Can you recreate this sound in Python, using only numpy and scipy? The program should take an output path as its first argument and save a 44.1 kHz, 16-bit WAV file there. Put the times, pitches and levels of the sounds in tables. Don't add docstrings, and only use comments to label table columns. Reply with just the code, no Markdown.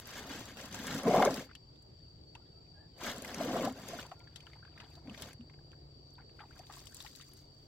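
import sys
import numpy as np
from scipy import signal
from scipy.fft import rfft, irfft, next_fast_len
from scipy.io import wavfile
from scipy.ndimage import uniform_filter1d

SR = 44100
rng = np.random.default_rng(int(sys.argv[2]) if len(sys.argv) > 2 else 0)


def ratio_of_db(decibels):
    return 10 ** (np.asarray(decibels, float) / 20)


def materialize(psi):
    bounded = np.clip(np.atleast_2d(psi).T, -1, 1)
    quanta = np.round(bounded * 32767).astype(np.int16)
    wavfile.write(sys.argv[1], SR, quanta)


N = 338247


def evened(x):
    return x / np.sqrt(np.mean(x ** 2) + 1e-20)


def read(points, hz):
    f, value = np.transpose(points)
    return np.interp(np.log(hz + 1), np.log(f + 1), value)


def add(mix, s, sound):
    part = mix[..., round(s * SR):][..., :sound.shape[-1]]
    part += sound[..., :part.shape[-1]]


def drift(hz):
    step = int(SR / hz / 2)
    return np.interp(np.arange(N), np.arange(N // step + 2) * step, rng.standard_normal(N // step + 2))


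def envelope(rows, column, rise_db_per_s, fall_db_per_s):
    steepen_s = 0.093
    t, power = np.arange(N) / SR, np.zeros(N)
    for row in rows:
        start, length = row[:2]
        early, late = np.maximum(start - t, 0), np.maximum(t - start - length, 0)
        early = early * (1 + early / steepen_s)
        late = late * (1 + late / steepen_s)
        power += ratio_of_db(2 * (row[column] - rise_db_per_s * early - fall_db_per_s * late))
    return uniform_filter1d(np.sqrt(power), 300)


def coloured(x, spectrum, peaks=()):
    hz, z = np.fft.rfftfreq(len(x), 1 / SR), rfft(x)
    flat = z / np.sqrt(uniform_filter1d(abs(z) ** 2, 1500) + 1e-9)
    resonance_db = sum(d / (1 + (2 * (hz - f) / w) ** 2) for f, w, d in peaks)
    return evened(irfft(flat * ratio_of_db(read(spectrum, hz) + resonance_db), len(x)))


def grains(lo_hz, hi_hz, cycles, per_s, spread_db, rise, sizes=16):
    size = next_fast_len(N)
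    when, kind, luck = rng.random(size), rng.integers(0, sizes, size), rng.exponential(1, size)
    train = (when < per_s / SR) * ratio_of_db(spread_db * np.minimum(luck, 4))
    out = np.zeros(size)
    for k, hz in enumerate(np.geomspace(lo_hz, hi_hz, sizes)):
        u = np.arange(int(3 * cycles * SR / hz) + 8) * hz / SR / cycles
        tone = np.sin(2 * np.pi * cycles * (u + rise * u ** 2)) * u ** .5 * np.exp(-2 * u)
        out += signal.oaconvolve(train * (kind == k), tone / np.linalg.norm(tone))[:size]
    return out


def pulled(column):
    # (start [s], length [s], mesh level [dB], moved water level [dB], weight on the boards [dB])
    pulls = [(0, 0.035, -65.5, -62, -60.5), (.08, 0.08, -58, -59.5, -63), (.17, 0.022, -54.5, -50.5, -50),
             (.24, 0.015, -60.5, -56, -52), (.3, .03, -54, -51.5, -46.5), (.35, 0.066, -55, -54, -49.5),
             (.47, 0.042, -61, -57.5, -58), (.585, 0.073, -57, -55.5, -55.5), (.74, 0.22, -53.5, -52, -45),
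             (.92, 0.075, -52, -46.5, -43.5), (1.07, 0.075, -51.5, -29.5, -33),
             (1.15, 0.11, -49, -26, -35.5), (1.31, 0.087, -53, -47, -41), (3.02, 0.014, -58, -47, -60),
             (3.055, 0.046, -48.5, -43, -46), (3.15, 0.088, -60.5, -50.5, -52),
             (3.28, 0.13, -57.5, -47, -49), (3.41, 0.079, -54, -40, -41.5), (3.52, 0.14, -53, -35.5, -38.5),
             (3.765, 0.12, -63, -51, -51.5), (3.89, 0.12, -57, -49.5, -54.5),
             (5.075, 0.038, -79.5, -55, -51.5), (5.14, 0.027, -67, -59.5, -70),
             (5.2, 0.072, -60.5, -53.5, -56.5)]
    return envelope(pulls, column, rise_db_per_s=243, fall_db_per_s=159)


def net():
    # (frequency [Hz], level [dB per Hz])
    mesh = [(530, -14), (900, -11), (1610, -7), (2170, -10), (2540, -13.5), (3000, -10.5), (7320, -15.5),
            (10300, -29.5), (11500, -22), (15500, -25.5)]
    fibres_per_s, fibre_db = 140, 14
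    fizz = evened(grains(736, 16300, cycles=1.1, per_s=16000, spread_db=3.3, rise=0.02))
    luck = rng.random((len(fizz), 2))
    flicks = (luck[:, 0] < fibres_per_s / SR) * ratio_of_db(fibre_db + 11.0 * luck[:, 1] ** 3)
    crackle = coloured(fizz + np.diff(flicks, prepend=0), mesh)[:N]
    clumps = ratio_of_db(0.74 * drift(40))
    return evened(crackle * clumps) * pulled(column=2) * ratio_of_db(7.5)


def slosh():
    # (frequency [Hz], level [dB per Hz])
    water = [(210, -27), (350, -8.5), (779, -4.5), (917, -14.5), (1060, -11.5), (2200, -32.5), (2570, -54),
             (3500, -38), (4550, -61.5), (7700, -120)]
    # (frequency [Hz], width [Hz], level [dB])
    hull = [(531, 49, 4.5), (793, 93, -5), (1021, 65, 3.5), (2215, 290, 17)]
    # (frequency [Hz], level [dB per Hz])
    boards = [(60, -39), (110, -13), (200, -0.5), (260, 2), (330, -13), (450, -11), (800, -34.5)]
    gurgle = grains(300.8, 3645, cycles=4.98, per_s=1500, spread_db=1.2, rise=0.1385)
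    gurgle = coloured(gurgle, water, hull)[:N]
    rub = grains(81.1, 568, cycles=2.93, per_s=500, spread_db=3.24, rise=0.026)
    rub = coloured(rub, boards)[:N]
    jolts_db = drift(50)
    gurgle = evened(gurgle * ratio_of_db(2.0 * jolts_db)) * pulled(column=3) * ratio_of_db(-3.0)
    return gurgle + evened(rub * ratio_of_db(jolts_db)) * pulled(column=4) * ratio_of_db(-1.15)


def air():
    # (frequency [Hz], level [dB per Hz])
    hush_colour = [(20, -33), (60, 10), (170, -4.5), (330, -2), (800, -13), (1100, -18), (2500, -26),
                   (4200, -20), (5600, -20.5), (6600, -39.5), (8600, -40.5), (10000, -52.5), (16000, -37)]
    # (frequency [Hz], likeness [-1 to 1])
    likeness = [(60, 1), (180, 0.79), (550, 0.071), (1650, -0.27), (4970, -0.099), (15000, 0.27)]
    # (frequency [Hz], spread [Hz], level [dB])
    choruses = [
        (4635, 76, -70),
        (7480, 184, -86.5),
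    ]
    frames, hz = N // 256 + 5, np.fft.rfftfreq(1024, 1 / SR)
    a, b, c, d, patches = rng.standard_normal((frames, 513, 5)).T
    patches = evened(uniform_filter1d(uniform_filter1d(patches, 10, 0), 14, 1))
    same = np.clip(read(likeness, hz), -1, 1)[:, None]
    left = a + 1j * b
    z = np.array([left, same * left + np.sqrt(1 - same ** 2) * (c + 1j * d)])

    def shaped(gain):
        return evened(signal.istft(z * gain, nperseg=1024, noverlap=768)[1][:, :N])

    gusts_db = 1.6 * patches
    out = ratio_of_db(-62) * shaped(ratio_of_db(read(hush_colour, hz)[:, None] + gusts_db))
    for f, spread_hz, db in choruses:
        band = np.exp(-((hz[:, None] - f) / spread_hz) ** 2 / 4)
        out = out + ratio_of_db(db + 0.72 * drift(8.8)) * shaped(band)
    return out


def singers():
    # (lowest pitch [Hz], phrase start [s], phrase length [s])
    crickets = [(4510, .62, .885), (4545, .66, .885), (4575, .58, .885), (4610, .64, .885), (4530, .3, .97),
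                (4570, .85, 1.1), (4520, .5, .8)]
    climb_hz, climb_share = 105, 0.72
    t, out = np.arange(N) / SR, np.zeros((2, N))
    for low_hz, start, length in crickets:
        climb = (1 + signal.sawtooth(2 * np.pi * (t - start) / length, climb_share)) / 2
        pitch_hz = low_hz + climb_hz * uniform_filter1d(climb, 4000) + 8 * drift(4) + 12 * drift(30)
        turns = np.cumsum(pitch_hz) / SR
        lag = rng.uniform(0, 2 * np.pi, (2, 1))
        out += ratio_of_db(2.7 * drift(5) + 1.16 * drift(25)) * np.sin(2 * np.pi * turns + lag)
    return ratio_of_db(-65) * evened(out)


def engine():
    # (time [s], firings [per s], level [dB])
    pace = [
        (0, 13, -57),
        (1.5, 13.8, -60.5),
        (4, 13.9, -59.5),
        (6.6, 12.4, -60.5),
        (7.67, 10, -71.5),
    ]
    # (multiple of the firing rate, level [dB])
    exhaust = [(1, -19), (2, -31.5), (3, -26), (4, -2), (5, 2), (6, 1.5), (7, -5), (8, 3), (9, -3),
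               (10, -1.5), (11, -7.5), (12, -8.5), (13, -18)]
    s, per_s, db = np.transpose(pace)
    t, thud = np.arange(N) / SR, np.zeros(N)
    turns = np.cumsum(np.interp(t, s, per_s)) / SR
    for k, overtone_db in exhaust:
        blur = drift(6.6)
        thud += ratio_of_db(overtone_db + 3.4 * drift(11.0)) * np.cos(2 * np.pi * k * turns + blur)
    return evened(thud) * ratio_of_db(np.interp(t, s, db) - 0.5)


def tick(db, hz, hiss, last_s, width):
    t = np.arange(len(hiss)) / SR
    band = np.clip([hz / (1 + width), hz * (1 + width)], 100, .45 * SR)
    decay = np.exp(-t / last_s) + 0.29 * np.exp(-t / last_s / 6)
    burst = hiss * decay * np.minimum(t / 0.0006, 1)
    burst = signal.sosfilt(signal.butter(2, band, "band", fs=SR, output="sos"), burst)
    burst += 3.2 * signal.lfilter(*signal.iirpeak(hz, 6.0, SR), burst)
    return ratio_of_db(db) * burst / abs(burst).max() * np.linspace(1, 0, len(t))


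def bubble(db, hz, cycles, rise, swell=0.058):
    u = np.arange(int(.1 * SR)) / SR * hz / cycles
    tone = np.sin(2 * np.pi * cycles * (u + rise * u ** 2))
    return ratio_of_db(db - 60 * u) * np.minimum(u / swell, 1) * tone


def plop(db, hz, froth_db, chance, hiss):
    out = np.zeros(int(.16 * SR))
    add(out, 0, bubble(db + 7.0, .93 * hz, cycles=36, rise=0.39, swell=0.072))
    for late, size, weak in chance:
        small_hz = hz * (0.743 + 1.45 * size)
        add(out, 0.047 * late, bubble(db + froth_db - 8 * weak, small_hz, cycles=24, rise=0.59, swell=0.13))
    add(out, 0, tick(db + froth_db - 2, 1.48 * hz, hiss, last_s=0.038, width=0.75))
    return out


def sides(s, luck):
    scatter_db, rinse_s, rinse_left_db = 2.5, 6.7, 4
    left_db = scatter_db * luck + rinse_left_db * (s > rinse_s)
    return ratio_of_db(np.array([[.5], [-.5]]) * left_db)


def drops():
    # (time [s], peak level [dB], pitch [Hz])
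    glugs = [(0.297, -39.5, 280), (0.515, -50, 280), (0.726, -50, 200), (0.839, -48, 253),
             (0.959, -33.5, 256.3), (1.076, -16, 444), (1.109, -17.5, 707), (1.134, -18, 602),
             (1.162, -14, 692), (1.199, -17.5, 798), (1.228, -13.5, 746), (1.272, -19.5, 545),
             (1.407, -43, 250), (1.543, -55, 253.5), (3.013, -37.5, 986), (3.407, -23, 637),
             (3.475, -31, 302), (3.555, -23.5, 655), (3.595, -25, 612), (3.632, -28.5, 273),
             (3.664, -30.5, 231), (3.672, -25.5, 734), (3.701, -34, 248.7), (3.932, -31, 660),
             (4.775, -54, 205), (5.069, -52, 235), (5.391, -39.5, 229)]
    # (time [s], peak level [dB], pitch [Hz], froth level [dB])
    plops = [(1.491, -56, 1330, 4), (2.353, -52.5, 910, -1), (3.988, -40, 1445, -17), (4.05, -51, 920, -2),
             (4.117, -44, 720, -3), (4.556, -57, 841, 0), (4.627, -51.5, 1460, -17),
             (4.677, -56, 1500, -15), (4.769, -57, 1360, -2), (4.973, -57.5, 677, 3),
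             (6.181, -53.5, 957, 3), (6.199, -59, 771, -1), (6.391, -48.5, 1460, 2),
             (6.403, -48.5, 822, 5.5), (6.508, -53, 1480, -6), (6.595, -47.5, 711, -25),
             (6.697, -51, 820, 7.5), (6.769, -53.5, 1065, -14), (6.928, -59, 1680, -8),
             (7.005, -60, 1020, -2), (7.046, -53.5, 820, 4), (7.198, -57.5, 1254, 9),
             (7.288, -66, 1170, -7)]
    # (time [s], peak level [dB], centre [Hz])
    slaps = [(0.2976, -40, 1470), (0.5708, -38.5, 2780), (0.743, -33.5, 1640), (0.879, -33, 1630),
             (1.2235, -21, 1400), (3.0154, -43, 1370), (3.247, -34.5, 2060), (3.3154, -42, 1340),
             (3.344, -35, 1380), (3.632, -35, 1420), (3.766, -53, 1560), (3.9947, -35, 2940),
             (4.027, -39, 2240), (5.0722, -46, 1600), (5.0957, -40, 2920), (5.1448, -43, 2270),
             (5.176, -38, 3680), (5.22, -32, 3480), (5.308, -43.5, 2400), (5.33, -45, 1560)]
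    # (time [s], peak level [dB], centre [Hz])
    drips = [(1.512, -45, 1470), (1.551, -39, 2960), (1.758, -53, 3520), (2.351, -40, 2680),
             (4.1148, -39.5, 1310), (4.272, -49, 1670), (4.3588, -37, 3480), (4.404, -42.5, 3000),
             (4.467, -43, 1440), (4.5329, -45.5, 1960), (4.65, -44, 1570), (4.777, -39.5, 1720),
             (4.801, -36, 2180), (4.953, -46, 4200), (6.869, -39, 4800), (5.4086, -51.5, 2570),
             (5.4966, -50.5, 1970), (5.537, -51, 1522), (5.7164, -50, 3050), (5.7307, -52.5, 1596),
             (6.294, -51, 2130), (6.555, -51, 1326), (6.667, -44.5, 3990), (6.735, -43, 3640),
             (7.003, -36.5, 3640), (7.062, -39, 2120), (7.15, -44, 4030), (7.2103, -39.5, 3680)]
    # (time [s], peak level [dB], centre [Hz])
    snaps = [(0.072, -30, 11700), (0.657, -32, 5170), (0.745, -20.5, 6400), (0.8686, -18.5, 6160),
             (0.9467, -23, 7250), (1.099, -24, 5490), (1.25, -13, 6400), (1.3418, -19, 5300),
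             (1.552, -40, 6400), (2.352, -47, 5200), (2.981, -47.5, 5220), (3.162, -26.5, 5350),
             (3.221, -25, 7200), (3.3442, -21.5, 5650), (3.4111, -32, 5270), (3.4337, -27, 5400),
             (3.7234, -32, 7200), (3.8847, -25, 6200), (4.065, -32.5, 5030), (4.4274, -48, 5330),
             (5.221, -24, 7500), (5.331, -33.5, 6100), (6.105, -46, 5740), (6.137, -49, 11400),
             (6.592, -30.5, 5000), (6.871, -54, 7240), (6.945, -24, 7700), (7.132, -39, 5600),
             (7.2244, -41, 7620), (7.3346, -33, 11700)]
    # (time [s], peak level [dB], centre [Hz])
    cracks = [(0.0337, -57, 7310), (0.0557, -43, 4900), (0.1058, -43, 5490), (0.4548, -41, 6420),
              (0.4862, -45, 5040), (0.576, -50, 5760), (0.612, -40, 5750), (0.711, -43, 5280),
              (0.7253, -39.5, 6400), (0.9744, -44, 5000), (1.0324, -37, 5620), (1.3063, -35, 5040),
              (3.0095, -45.5, 5330), (3.0358, -36.5, 5560), (3.181, -42, 7290), (3.2463, -40.5, 7600),
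              (3.2771, -40, 5200), (3.315, -43, 5400), (3.3819, -37, 5160), (3.6522, -44, 6820),
              (3.769, -61, 7390), (3.7964, -55, 7130)]
    # (time [s], peak level [dB], centre / 1.35 [Hz])
    specks = [(1.8233, -56.5, 5130), (4.1929, -54, 5130), (4.2423, -63, 5030), (4.3899, -62, 5020),
              (4.5615, -62, 5390), (4.8374, -68, 5210), (4.9033, -56, 5830), (6.5571, -55, 7400),
              (6.579, -58.5, 5394), (6.6609, -56, 5200), (6.6928, -63, 8210), (6.757, -49, 6590),
              (6.7634, -42, 5810), (6.7804, -43, 7400), (6.8114, -54, 5030), (6.8563, -43.5, 5290),
              (6.8966, -53, 5020), (6.9102, -51, 7270), (6.967, -41, 5000), (7.0037, -55, 5110),
              (7.0244, -47, 7450), (7.061, -48, 5420), (7.1536, -49, 5000), (7.1592, -42, 5070),
              (7.2436, -54, 6700), (7.2904, -52, 11500)]
    # (time [s], peak level [dB], pitch [Hz])
    blips = [(2.185, -64.5, 3000), (2.665, -62, 2310), (4.203, -54, 2180), (4.21, -56, 940),
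             (4.435, -62, 1150), (4.675, -55, 1200), (4.718, -61, 2900), (4.86, -59, 1490),
             (5.497, -56, 1000), (5.588, -59, 1580), (5.59, -60, 780), (5.61, -67, 1080),
             (5.731, -59.5, 1050), (6.154, -56, 3600), (6.17, -62, 3800), (6.188, -46.5, 1451),
             (6.235, -62, 1590), (6.414, -47, 825), (6.45, -56, 776), (6.455, -60, 2400),
             (6.748, -55, 1350), (6.812, -60, 2050), (6.853, -56, 3280), (6.87, -59, 1070),
             (6.908, -61, 1490), (6.922, -56, 1460), (6.982, -63, 1700), (7.075, -46, 3780)]
    out = np.zeros((2, N))
    for s, db, hz in glugs:
        add(out, s, bubble(db + 1.0, hz, cycles=35, rise=0.11, swell=.09))
    for s, db, hz, froth_db in plops:
        chance, hiss = rng.random((4, 3)), rng.standard_normal(2000)
        add(out, s, plop(db, hz, froth_db, chance, hiss) * sides(s, hiss[0]))
    for s, db, hz in slaps + drips:
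        hiss = rng.standard_normal(1600)
        add(out, s, tick(db, hz, hiss, last_s=0.0023, width=1.06) * sides(s, hiss[0]))
    for s, db, hz in snaps:
        add(out, s, tick(db - 8.0, hz, rng.standard_normal(600), last_s=0.00044, width=1.2))
    for s, db, hz in cracks:
        add(out, s, tick(db + 4.0, hz, rng.standard_normal(600), last_s=0.0011, width=0.89))
    for s, db, hz in specks:
        hiss = rng.standard_normal(600)
        add(out, s, tick(db, 1.35 * hz, hiss, last_s=0.0006, width=1.3) * sides(s, hiss[0]))
    for s, db, hz in blips:
        ring = bubble(db + 3.0, hz, cycles=29, rise=0.1, swell=0.073)
        add(out, s, ring * sides(s, rng.standard_normal()))
    return out


def whistle(rows, waver, octave_db):
    s, hz, db = np.transpose(rows)
    t = np.arange(s[0], s[-1], 1 / SR)
    turns = np.cumsum(np.interp(t, s, hz)) / SR + waver * drift(23)[:len(t)]
    fade = np.minimum(np.minimum(t - s[0], s[-1] - t) / 0.0037, 1)
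    tone = np.sin(2 * np.pi * turns) + ratio_of_db(octave_db) * np.sin(np.pi * turns)
    flutter = ratio_of_db(3.1 * drift(40)[:len(t)])
    return s[0], np.sqrt(2) * ratio_of_db(np.interp(t, s, db)) * fade * tone * flutter


def motor():
    # (time [s], pitch [Hz], level [dB])
    drone = [(1.5, 160.8, -75.5), (2.9, 160, -69), (4, 155.6, -64.5), (4.7, 146.8, -64.5),
             (5.3, 148.1, -64), (5.55, 147.7, -61), (5.75, 143.4, -62.5), (6.4, 139.4, -64.5),
             (7.67, 140.5, -68.5)]
    # (multiple of the firing rate, level [dB])
    pulses = [(8, -12), (11, -8), (13, -12), (15, -12.5), (18, -15.5), (22, -17), (30, -25.5)]
    s, hz, db = np.transpose(drone)
    t, comb = np.arange(N) / SR, np.zeros(N)
    turns = np.cumsum(np.interp(t, s, hz)) / SR / 5
    multiple, pulse_db = np.transpose(pulses)
    for k in range(8, 31):
        strength = ratio_of_db(np.interp(k, multiple, pulse_db) + 3.9 * drift(4.1))
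        comb += strength * np.cos(2 * np.pi * k * turns + .4 * drift(4))
    out = comb * ratio_of_db(np.interp(t, s, db) - 3.5)
    add(out, *whistle(drone, waver=0.017, octave_db=-27))
    return out


def birds():
    # (start [s], length [s], first pitch [Hz], last pitch [Hz], level [dB])
    calls = [(1.995, 0.021, 3050, 3900, -78), (2.033, 0.058, 3340, 2560, -80),
             (2.407, 0.031, 1400, 1390, -77), (2.455, .03, 3150, 3480, -77), (2.45, 0.054, 3780, 3850, -82),
             (2.504, .06, 3350, 2570, -81), (2.54, 0.097, 1325, 1320, -78), (2.742, 0.095, 1640, 1670, -69),
             (2.745, 0.065, 670, 612, -67), (2.76, 0.023, 3100, 3300, -81),
             (2.788, 0.092, 1800, 1730, -71.5), (2.83, .04, 1670, 1650, -72), (2.91, 0.11, 3200, 2950, -76),
             (4.151, 0.17, 1395, 1397, -72), (4.335, 0.088, 1380, 1340, -77)]
    out = np.zeros(N)
    for start, length, first_hz, last_hz, db in calls:
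        top_hz = first_hz + 0.71 * (last_hz - first_hz)
        glide = [(start, first_hz, db - 10), (start + 0.41 * length, top_hz, db),
                 (start + length, last_hz, db - 10)]
        add(out, *whistle(glide, waver=0.21, octave_db=-5.5))
    return out


def running(column):
    # (start [s], length [s], spray level [dB], trickle level [dB])
    runoff = [(4.1, 0.013, -73, -64.5), (4.2, 0.05, -86, -73), (4.36, 0.18, -78, -69),
              (4.63, 0.053, -95, -74), (4.8, 0.0072, -74, -57.5), (4.89, 0.057, -74.5, -69.5),
              (6.37, 0.17, -81, -78), (6.57, 0.033, -68.5, -63), (6.74, 0.049, -60, -64),
              (6.85, 0.05, -67.5, -76), (6.97, 0.062, -58.5, -72), (7.08, 0.095, -64, -86),
              (7.24, 0.16, -69, -86), (7.55, 0.09, -77.5, -89)]
    return envelope(runoff, column, rise_db_per_s=125, fall_db_per_s=96)


def spray():
    # (frequency [Hz], level [dB per Hz])
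    droplets = [(590, -64), (1000, -13), (2620, -13.5), (4700, -4.5), (8740, -11), (9910, -31),
                (11400, -15), (15500, -18)]
    patter = grains(786, 16000, cycles=1.5, per_s=14000, spread_db=4.2, rise=0.069)
    patter = coloured(patter, droplets)[:N]
    clumps = ratio_of_db(1.9 * drift(30) + 2.6 * drift(250))
    return evened(patter * clumps) * running(column=2) * ratio_of_db(3.0)


def trickle():
    chirps = grains(577, 3780, cycles=7.8, per_s=900, spread_db=2.3, rise=.12)[:N]
    return evened(chirps) * running(column=3)


def boat(x, spots=6):
    # (frequency [Hz], likeness [0 to 1])
    likeness = [(60, 0.99), (180, 1), (550, 0.98), (1000, 0.83), (1650, 0.47), (4970, 0), (15000, 0)]
    size = next_fast_len(N + 4096)
    hz, t = np.fft.rfftfreq(size, 1 / SR), np.arange(1024) / SR
    same = np.clip(read(likeness, hz), 0, 1)
    spot = np.repeat(rng.integers(0, spots, N // 512 + 1), 512)[:N]
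    decay = ratio_of_db(-60 * t / 0.0055) + .42 * ratio_of_db(-60 * t / 0.026)
    wet = 0
    for k in range(spots):
        echoes = rfft(rng.standard_normal((2, 1024)) * decay, size)
        echoes /= np.sqrt(uniform_filter1d(abs(echoes) ** 2, size=1500))
        here = np.sqrt(abs(uniform_filter1d(1. * (spot == k), 256)))
        wet = wet + rfft(x * here, size) * echoes
    return irfft(rfft(x, size) * np.sqrt(same) + np.sqrt(1 - same) * wet, size)[:, :N]


def scene():
    near = boat(net() + slosh() + drops() + spray() + trickle())
    far = engine() + motor() + birds()
    return near + far + air() + singers()


def band_limit(x):
    return signal.sosfilt(signal.butter(12, 16990, fs=SR, output="sos"), x)


def record(dry):
    # (frequency [Hz], difference [dB])
    lean = [(60, 0), (240, 1), (950, 1), (3770, 2.5), (15000, 2.5)]
    size = next_fast_len(N)
    hz = np.fft.rfftfreq(size, 1 / SR)
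    half_db = read(lean, hz) / 2
    gain = ratio_of_db([half_db, -half_db]) * (hz < 15890)
    mix = irfft(rfft(dry, size) * gain, size)[:, :N]
    return band_limit(mix)


dry = scene()
out = record(dry)
materialize(out)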